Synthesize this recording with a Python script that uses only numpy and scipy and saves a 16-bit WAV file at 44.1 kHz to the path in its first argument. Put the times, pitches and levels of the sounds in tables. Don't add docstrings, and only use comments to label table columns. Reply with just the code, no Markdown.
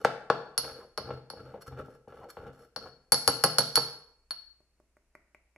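import sys
import numpy as np
from scipy import signal
from scipy.io import wavfile
from scipy.ndimage import uniform_filter1d

SR = 44100
rng = np.random.default_rng(int(sys.argv[2]) if len(sys.argv) > 2 else 0)


def master_out(mix):
    frames = np.transpose(np.atleast_2d(mix))
    ceiling = np.clip(frames, -1, 1)
    pcm = np.round(ceiling * 32767).astype(np.int16)
    wavfile.write(sys.argv[1], SR, pcm)


N = 245626
TIME = np.arange(N) / SR
AGE, LONG_AGE = TIME[:SR // 4], TIME[:2 * SR // 3]
TOUCH_S = .02
VARY_DB = 3

# t/s,
# downward force/dB, sideways force/dB, hardness/dB
BLOWS = [(0.048, -21.5, -61, -7.5), (0.3, -21.5, -43, -19.5), (0.578, -46.5, -28.5, 6.5),
         (0.9761, -40.5, -38, -4), (0.981, -38, -66, -15), (1.301, -50, -45, -0.5),
         (2.7618, -45, -38.5, -8.5), (3.1207, -32.5, -23, 10.5), (3.144, -49.5, -28, -21),
         (3.2767, -27, -22.5, 6), (3.4386, -26, -22.5, 5), (3.5843, -30.5, -21.5, 3.5),
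         (3.756, -62.5, -23.5, 6), (3.766, -51, -26, -12), (3.774, -29, -37.5, -1), (4.308, -113, -34, -6)]
CHIME_HZ = [10895, 10962, 11272, 13130, 13400]
# level/dB, T60/s
CHIME_DECAYS = [(0, 0.045), (13.5, 0.055), (4, .055), (-17, 0.11), (-15, 0.057)]


def blows():
    out = np.zeros((2, N))
    chime_modes = np.column_stack([CHIME_HZ, CHIME_DECAYS])
    for s, down_db, side_db, hard_db in BLOWS:
        down, side, hard = from_db([down_db, side_db, hard_db])
        knock = np.hypot(down * from_db(-3.5), side * from_db(-12.5))
        clack = from_db(0.23 * hard_db) * np.hypot(down * from_db(-16.5), side * from_db(-22.5))
        snap = hard * np.hypot(down * from_db(-17), side * from_db(-16))
        chime = side * hard * from_db(-7) * struck(chime_modes, spread=1.7, vary_db=VARY_DB)
        contact = snap * crack(4300, 11100, t60=0.0023, chatter_db=-20.5, chatter_t60=0.076, width=0.25)
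        foot = mortar_on_worktop(thump=down * from_db(-15.5), thud=down, knock=knock)
        add(out, s, foot + clack * pestle_clack() + chime + contact)
        add(out, s, side * bowl_ring(s))
    return out


PRESSED_HZ = [4285, 4360, 4412, 4502, 5150, 5345, 5600]
# level/dB, T60/s
PRESSED_DECAYS = [(-10.5, 0.018), (-6.5, 0.035), (-9, 0.05), (-10, 0.071), (-4.5, 0.0081), (-24.5, 0.013),
                  (-17, 0.047)]
# f/Hz, level/dB, T60/s
FREE_MODES = [(4365, 0, .085), (4495, -19, .06), (5400, -13, .004)]
# f/Hz, level/dB, T60/s
RIM_MODES = [(4370, -29, .68), (4343, -32, .62), (4409, -33, .58)]
LIFTED_S, HELD_RIM_DB = 4.1, -3.5


def bowl_ring(s):
    if s > LIFTED_S:
        return panned(struck(FREE_MODES + RIM_MODES, spread=0.51, age=LONG_AGE), 4.2)
    cluster = np.column_stack([PRESSED_HZ, PRESSED_DECAYS])
    held_rim = np.add(RIM_MODES, [0, HELD_RIM_DB, 0])
    return panned(struck(np.vstack([cluster, held_rim]), spread=1.3, vary_db=VARY_DB, age=LONG_AGE), 1.5)


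# f/Hz, level/dB, T60/s
PESTLE_MODES = [(2077, -7, 0.029), (2246, 3, 0.011), (2695, -2.5, 0.017), (2852, -2.5, .03),
                (3146, -9, 0.0072), (3520, 9, 0.004), (3390, -1.5, 0.0083)]


def pestle_clack():
    ring = struck(PESTLE_MODES, spread=0.77, vary_db=VARY_DB)
    contact = crack(1770, 4800, t60=0.035, chatter_db=-16.5, chatter_t60=0.26, width=0.18)
    return panned(ring + contact, -4)


# f/Hz, level/dB, T60/s
THUMP_MODES = [(125, -4, .06), (144, -0.5, 0.07), (213, -4, 0.06), (236, -8, 0.11), (297, -0.5, 0.049)]
# f/Hz, level/dB, T60/s
WORKTOP_MODES = [(410, -11, 0.04), (452.5, 5, 0.051), (510, -7, 0.026), (525, 1.5, 0.052),
                 (623.2, -0.5, 0.048), (671, -6.5, 0.02), (807, -2, 0.066), (848.7, 1, 0.038),
                 (1034.7, 5.5, 0.01)]
# f/Hz, level/dB, T60/s
KNOCK_MODES = [(1118, 3, 0.019), (1317, -2.5, 0.016), (1361.7, 6, 0.033), (1455.6, 0, 0.024),
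               (1703.4, -10, 0.055), (1863, -7.5, 0.011)]


def mortar_on_worktop(thump, thud, knock):
    deep = thump * struck(THUMP_MODES, spread=.1, vary_db=VARY_DB)
    middle = thud * filtered(struck(WORKTOP_MODES, spread=.1, vary_db=VARY_DB), 350, "high", order=4)
    hollow = knock * struck(KNOCK_MODES, spread=0.14, vary_db=VARY_DB)
    rattle = knock * from_db(-4) * crack(600, 1510, t60=0.07, chatter_db=-25, chatter_t60=0.34, width=0.08)
    return panned(deep + middle + hollow + rattle, 2.7)


def settling(gap_s=.0068, loss_db=3):
    out = np.zeros((2, N))
    for s, down_db, side_db, _ in BLOWS:
        down, side = from_db([down_db, side_db])
        for bounce in range(1, 5):
            touch = mortar_on_worktop(thump=from_db(-3.5), thud=0.95, knock=from_db(-5.5))
            force = down * side / (down + side) * from_db(-loss_db * bounce)
            add(out, s + gap_s * (bounce + rng.uniform(-.3, .3)), force * touch)
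    return out


# f/Hz, level/dB, T60/s
ROCKING_MODES = [(84.6, -3.5, 0.11), (122.6, -0.5, 0.069), (145, -4, 0.21), (211, -9.5, 0.021),
                 (257, -6.5, 0.1)]
# f/Hz, level/dB, T60/s
GRIT_MODES = [(4365, -6, .05), (5400, 5, .005), (8000, 3, .003), (10960, -7, .03), (11280, -9, .025),
              (13150, -4, .012), (13450, -4, .012)]


def grinding():
    rocking, drag, scrape, grit = stroke_forces()
    cycles = judder(hz=78.34, wobble=0.2)
    jolts = rms_one(np.diff(np.floor(cycles), prepend=0) * rng.normal(1, 1, N))
    surge = rms_one(from_db(-11 * (cycles % 1)))
    coarse = surge * slips(per_s=730, size_db=1)
    fine = surge * slips(per_s=2300, size_db=-4)
    cushioned = filtered(coarse * drag, 430, "low")
    body = from_db(-3) * through(jolts * rocking, struck(ROCKING_MODES, spread=.1))
    body += from_db(3.5) * through(cushioned, struck(WORKTOP_MODES, spread=0.12))
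    body += through(coarse * scrape, struck(KNOCK_MODES, spread=0.25))
    crumbs = from_db(-15) * through(fine * scrape, struck(PESTLE_MODES, spread=0.3))
    grains = from_db(3.5) * through(fine * grit, struck(GRIT_MODES, spread=1))
    hiss = crack(3875, 13600, t60=0.027, chatter_db=-6, chatter_t60=.04)
    powder = from_db(-6) * through(fine * grit, hiss)
    return (panned(body, 1.4) + panned(crumbs, 1.5) + grains + powder) / np.sqrt(TOUCH_S * SR)


# t/s, duration/s, force/dB, height in the bowl (0 floor, 1 rim)
STROKES = [(0.0, 0.067, -47, 0.73), (0.622, 0.089, -44.5, 0.58), (0.738, 0.11, -51.5, 0.62),
           (0.993, 0.14, -47, 0.14), (1.117, 0.062, -53.5, 0.45), (1.35, 0.21, -48, 0.26),
           (1.661, 0.084, -49.5, 0.07), (1.757, 0.063, -45.5, 0.2), (1.841, 0.12, -58, 0.83),
           (2.077, 0.175, -48.5, 0.42), (2.371, .13, -47.5, 0.18), (2.525, 0.12, -56, 0.96),
           (2.799, .08, -47.5, 0.52)]
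# t/s, level/dB
CRUNCHES = [(1.62, -58.5), (1.675, -58.5), (2.301, -56)]


def stroke_forces(catch_db=3, catch_hz=27.8, crunch_s=0.0094):
    rocking, drag, scrape, grit = np.zeros((4, N))
    catching = from_db(catch_db * rms_one(filtered(rng.standard_normal(N), catch_hz, "low")))
    for start, length, force_db, height in STROKES:
        force = from_db(force_db) * pressure(start, length) * catching
        drag += force
        rocking += force * from_db(3.5 - 24 * height)
        scrape += force * from_db(-10 + 3.3 * height)
        grit += force * from_db(-38 + 20 * height)
    for s, level_db in CRUNCHES:
        burst = from_db(level_db) * np.exp(-np.minimum(((TIME - s) / crunch_s) ** 2, 20))
        grit += burst
        scrape += from_db(9) * burst
    return rocking, drag, scrape, grit


def pressure(start, length, attack_s=0.0074, release_s=.014, sag_db_per_s=11):
    age = np.maximum(TIME - start, 0)
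    attack = 1 - np.exp(-age / attack_s)
    sag = from_db(-sag_db_per_s * np.minimum(age, length))
    release = np.exp(-np.clip((age - length) / release_s, 0, 20))
    return attack * sag * release


def judder(hz, wobble):
    wander = rms_one(filtered(rng.standard_normal(N), 11, "low"))
    return np.cumsum(hz * np.exp(wobble * wander)) / SR


def slips(per_s, size_db):
    sizes = from_db(size_db * np.minimum(rng.exponential(1, N), 3.5)) * rng.choice([-1, 1], N)
    clicks = sizes * (rng.random(N) < per_s / SR)
    local_power = np.abs(uniform_filter1d(clicks ** 2, size=SR // 25))
    return clicks / np.sqrt(local_power + per_s / SR * 0.091)


# t/s, force/dB, hardness/dB
BUMPS = [(0.644, -54.5, 20.5), (0.695, -51, 13), (1.089, -39, -6), (1.104, -34, 2.5), (1.333, -43.5, -11),
         (1.465, -76, 18), (1.54, -40.5, -8), (1.722, -48.5, 0), (1.882, -48, -13), (2.074, -46.5, -11.5),
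         (2.122, -50, 2.5), (2.368, -41.5, 2), (2.419, -52, -9), (2.462, -48.5, -3)]


def bumps(rise_s=0.0025, cutoff_hz=2000):
    out = np.zeros((2, N))
    swell = 1 - np.exp(-AGE / rise_s)
    for s, force_db, hard_db in BUMPS:
        foot = mortar_on_worktop(thump=from_db(-14.5 - .5 * hard_db), thud=0.79, knock=from_db(hard_db - 9))
        clack = from_db(hard_db - 14.5) * pestle_clack()
        add(out, s, from_db(force_db) * filtered(foot + clack, cutoff_hz, "low") * swell)
    return out


# t/s, duration/s, initial f/Hz, final f/Hz, level/dB
SKIDS = [(0.794, 0.07, 1633, 466, -56), (1.544, 0.054, 632, 478, -48.5), (2.204, 0.095, 1070, 438, -52),
         (2.852, 0.038, 1110, 499, -49)]


def skids():
    out = np.zeros((2, N))
    for s, length, start_hz, end_hz, level_db in SKIDS:
        progress = np.clip(AGE / length, 0, 1)
        travel = np.cumsum((end_hz / start_hz) ** progress)
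        surface = rms_one(filtered(rng.standard_normal(len(AGE)), [start_hz * .72, start_hz * 1.2], "band"))
        arch = np.sqrt(4 * progress * (1 - progress))
        rasp = np.interp(travel, np.arange(len(AGE)), surface) * arch
        add(out, s, panned(from_db(level_db) * rasp, 1.5))
    return out


# t/s, level/dB, low-pass f/Hz
TAPS = [(4.604, -69.5, 916), (4.800, -65.5, 999), (4.968, -65, 1703), (5.1516, -53.5, 2582),
        (5.347, -57.5, 2740), (5.561, -59, 2620)]
# f/Hz, level/dB, T60/s
DAMPED_MODES = [(397, 1, 0.022), (600, 1.5, 0.042), (969, -4.5, 0.02), (1120, -5, 0.031), (1500, 3, 0.012),
                (1910, 6.5, 0.011), (2330, 11, 0.0081)]


def hand_taps():
    out = np.zeros((2, N))
    for s, level_db, cutoff_hz in TAPS:
        bowl = struck(DAMPED_MODES, spread=0.26, vary_db=VARY_DB)
        pat = one_touch(filtered(bowl, cutoff_hz, "low", order=4))
        powder = from_db(-21) * crack(4400, 12980, t60=0.018, chatter_db=-21, chatter_t60=0.18)
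        add(out, s, from_db(level_db) * (pat + powder))
    return out


def struck(modes, spread, vary_db=0, age=AGE):
    out = np.zeros((2, len(age)))
    for k, (hz, level_db, t60) in enumerate(modes):
        phase = spread * rng.choice([-1, 1]) * np.array([[.5], [-.5]])
        strength = (-1) ** (k // 2) * from_db(level_db + vary_db * rng.uniform(-1, 1))
        out += strength * from_db(-60 * age / t60) * np.sin(2 * np.pi * hz * age + phase)
    return one_touch(out)


def crack(low_hz, high_hz, t60, chatter_db, chatter_t60, width=1):
    noise = width * rng.standard_normal((2, len(AGE))) + rng.standard_normal(len(AGE))
    fade = from_db(-60 * AGE / t60) + from_db(chatter_db - 60 * AGE / chatter_t60)
    return one_touch(filtered(noise * fade, [low_hz, high_hz], "band", order=3))


# f/Hz, T60/s, left-right correlation
ROOM_FIELD = [(60, .45, .95), (150, .5, .96), (450, .62, .93), (1300, .62, .85), (2800, .52, .1),
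              (4400, .49, -.15), (10000, .45, .1), (14000, .38, 0)]
# f/Hz, level/dB
REVERB_LEVELS = [(60, -13.5), (150, -1), (450, -6.5), (1300, -10.5), (2800, -3), (4600, -3), (7000, -8.5),
                 (12000, -8.5)]


def room(x, build_s, early_db, early_t60):
    age, response = TIME[:SR], 0
    for hz, noise in diffuse_bands(size=SR):
        t60, wet_db = at_hz(ROOM_FIELD, hz)[0], at_hz(REVERB_LEVELS, hz)[0]
        fade = from_db(-60 * age / t60) + from_db(early_db - 60 * age / early_t60)
        gain = from_db(wet_db) * np.sqrt(np.log(1000) / (t60 * SR))
        response = response + noise * fade * gain
    return through(x, response * (1 - np.exp(-age / build_s)))


def diffuse_bands(size):
    edges = 22 * 2 ** np.arange(0, 10, .5)
    white = rng.standard_normal((2, 2, size))
    for k, (low, high) in enumerate(zip(edges, edges[1:])):
        hz = np.sqrt(low * high)
        mid, side = filtered(white[k % 2], [low, high], "band")
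        alike = np.clip(at_hz(ROOM_FIELD, hz)[1], -.99, .99)
        yield hz, np.sqrt(1 + alike) * mid + np.sqrt(1 - alike) * np.array([side, -side])


# f/Hz, relative spectral density level/dB
AIR_SPECTRUM = [(15, -31), (25, -10.5), (74, -25), (114, -29.5), (516, -35.5), (607, -37.5), (1740, -40),
                (2000, -33.5), (3520, -52.5), (4370, -43), (10700, -45.5), (16000, -68)]


def background(air_db=-76, hum_db=-76, hum_hz=59.2):
    air = sum(noise * from_db(at_hz(AIR_SPECTRUM, hz)[0]) for hz, noise in diffuse_bands(size=N))
    hum = np.sin(2 * np.pi * hum_hz * TIME)
    return from_db(air_db) * rms_one(air) + from_db(hum_db) * rms_one(hum)


def from_db(db):
    return 10 ** (np.asarray(db) / 20)


def rms_one(x):
    return x / np.sqrt(np.mean(x ** 2) + 1e-20)


def one_touch(x):
    return rms_one(x) * np.sqrt(TOUCH_S * SR / x.shape[-1])


def panned(x, left_db):
    return x * from_db(np.array([[left_db], [-left_db]]) / 2)


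def filtered(x, hz, kind, order=2):
    return signal.sosfilt(signal.butter(order, np.clip(hz, 10, .45 * SR), kind, fs=SR, output="sos"), x)


def at_hz(rows, hz):
    grid, *columns = np.transpose(rows)
    return [np.interp(np.log(hz), np.log(grid), c) for c in columns]


def add(out, s, sound):
    start = round(s * SR)
    out[:, start:start + sound.shape[-1]] += sound[..., :max(N - start, 0)]


def through(x, response):
    return signal.fftconvolve(np.atleast_2d(x), response, axes=-1)[:, :N]


def scene():
    mortar = blows() + settling() + bumps() + grinding() + skids() + hand_taps()
    mortar = filtered(mortar, 38, "high")
    return mortar + room(mortar, build_s=0.0014, early_db=-6, early_t60=0.055) + background()


OVERLOAD, CUTOFF_HZ = .8, 16300


def record(dry):
    rounded = dry / (1 + (dry / OVERLOAD) ** 4) ** (1 / 4)
    soft = filtered(rounded, 13800, "low", order=6)
    return signal.sosfilt(signal.ellip(10, .1, 80, CUTOFF_HZ, fs=SR, output="sos"), soft)


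dry = scene()
out = record(dry)
master_out(out)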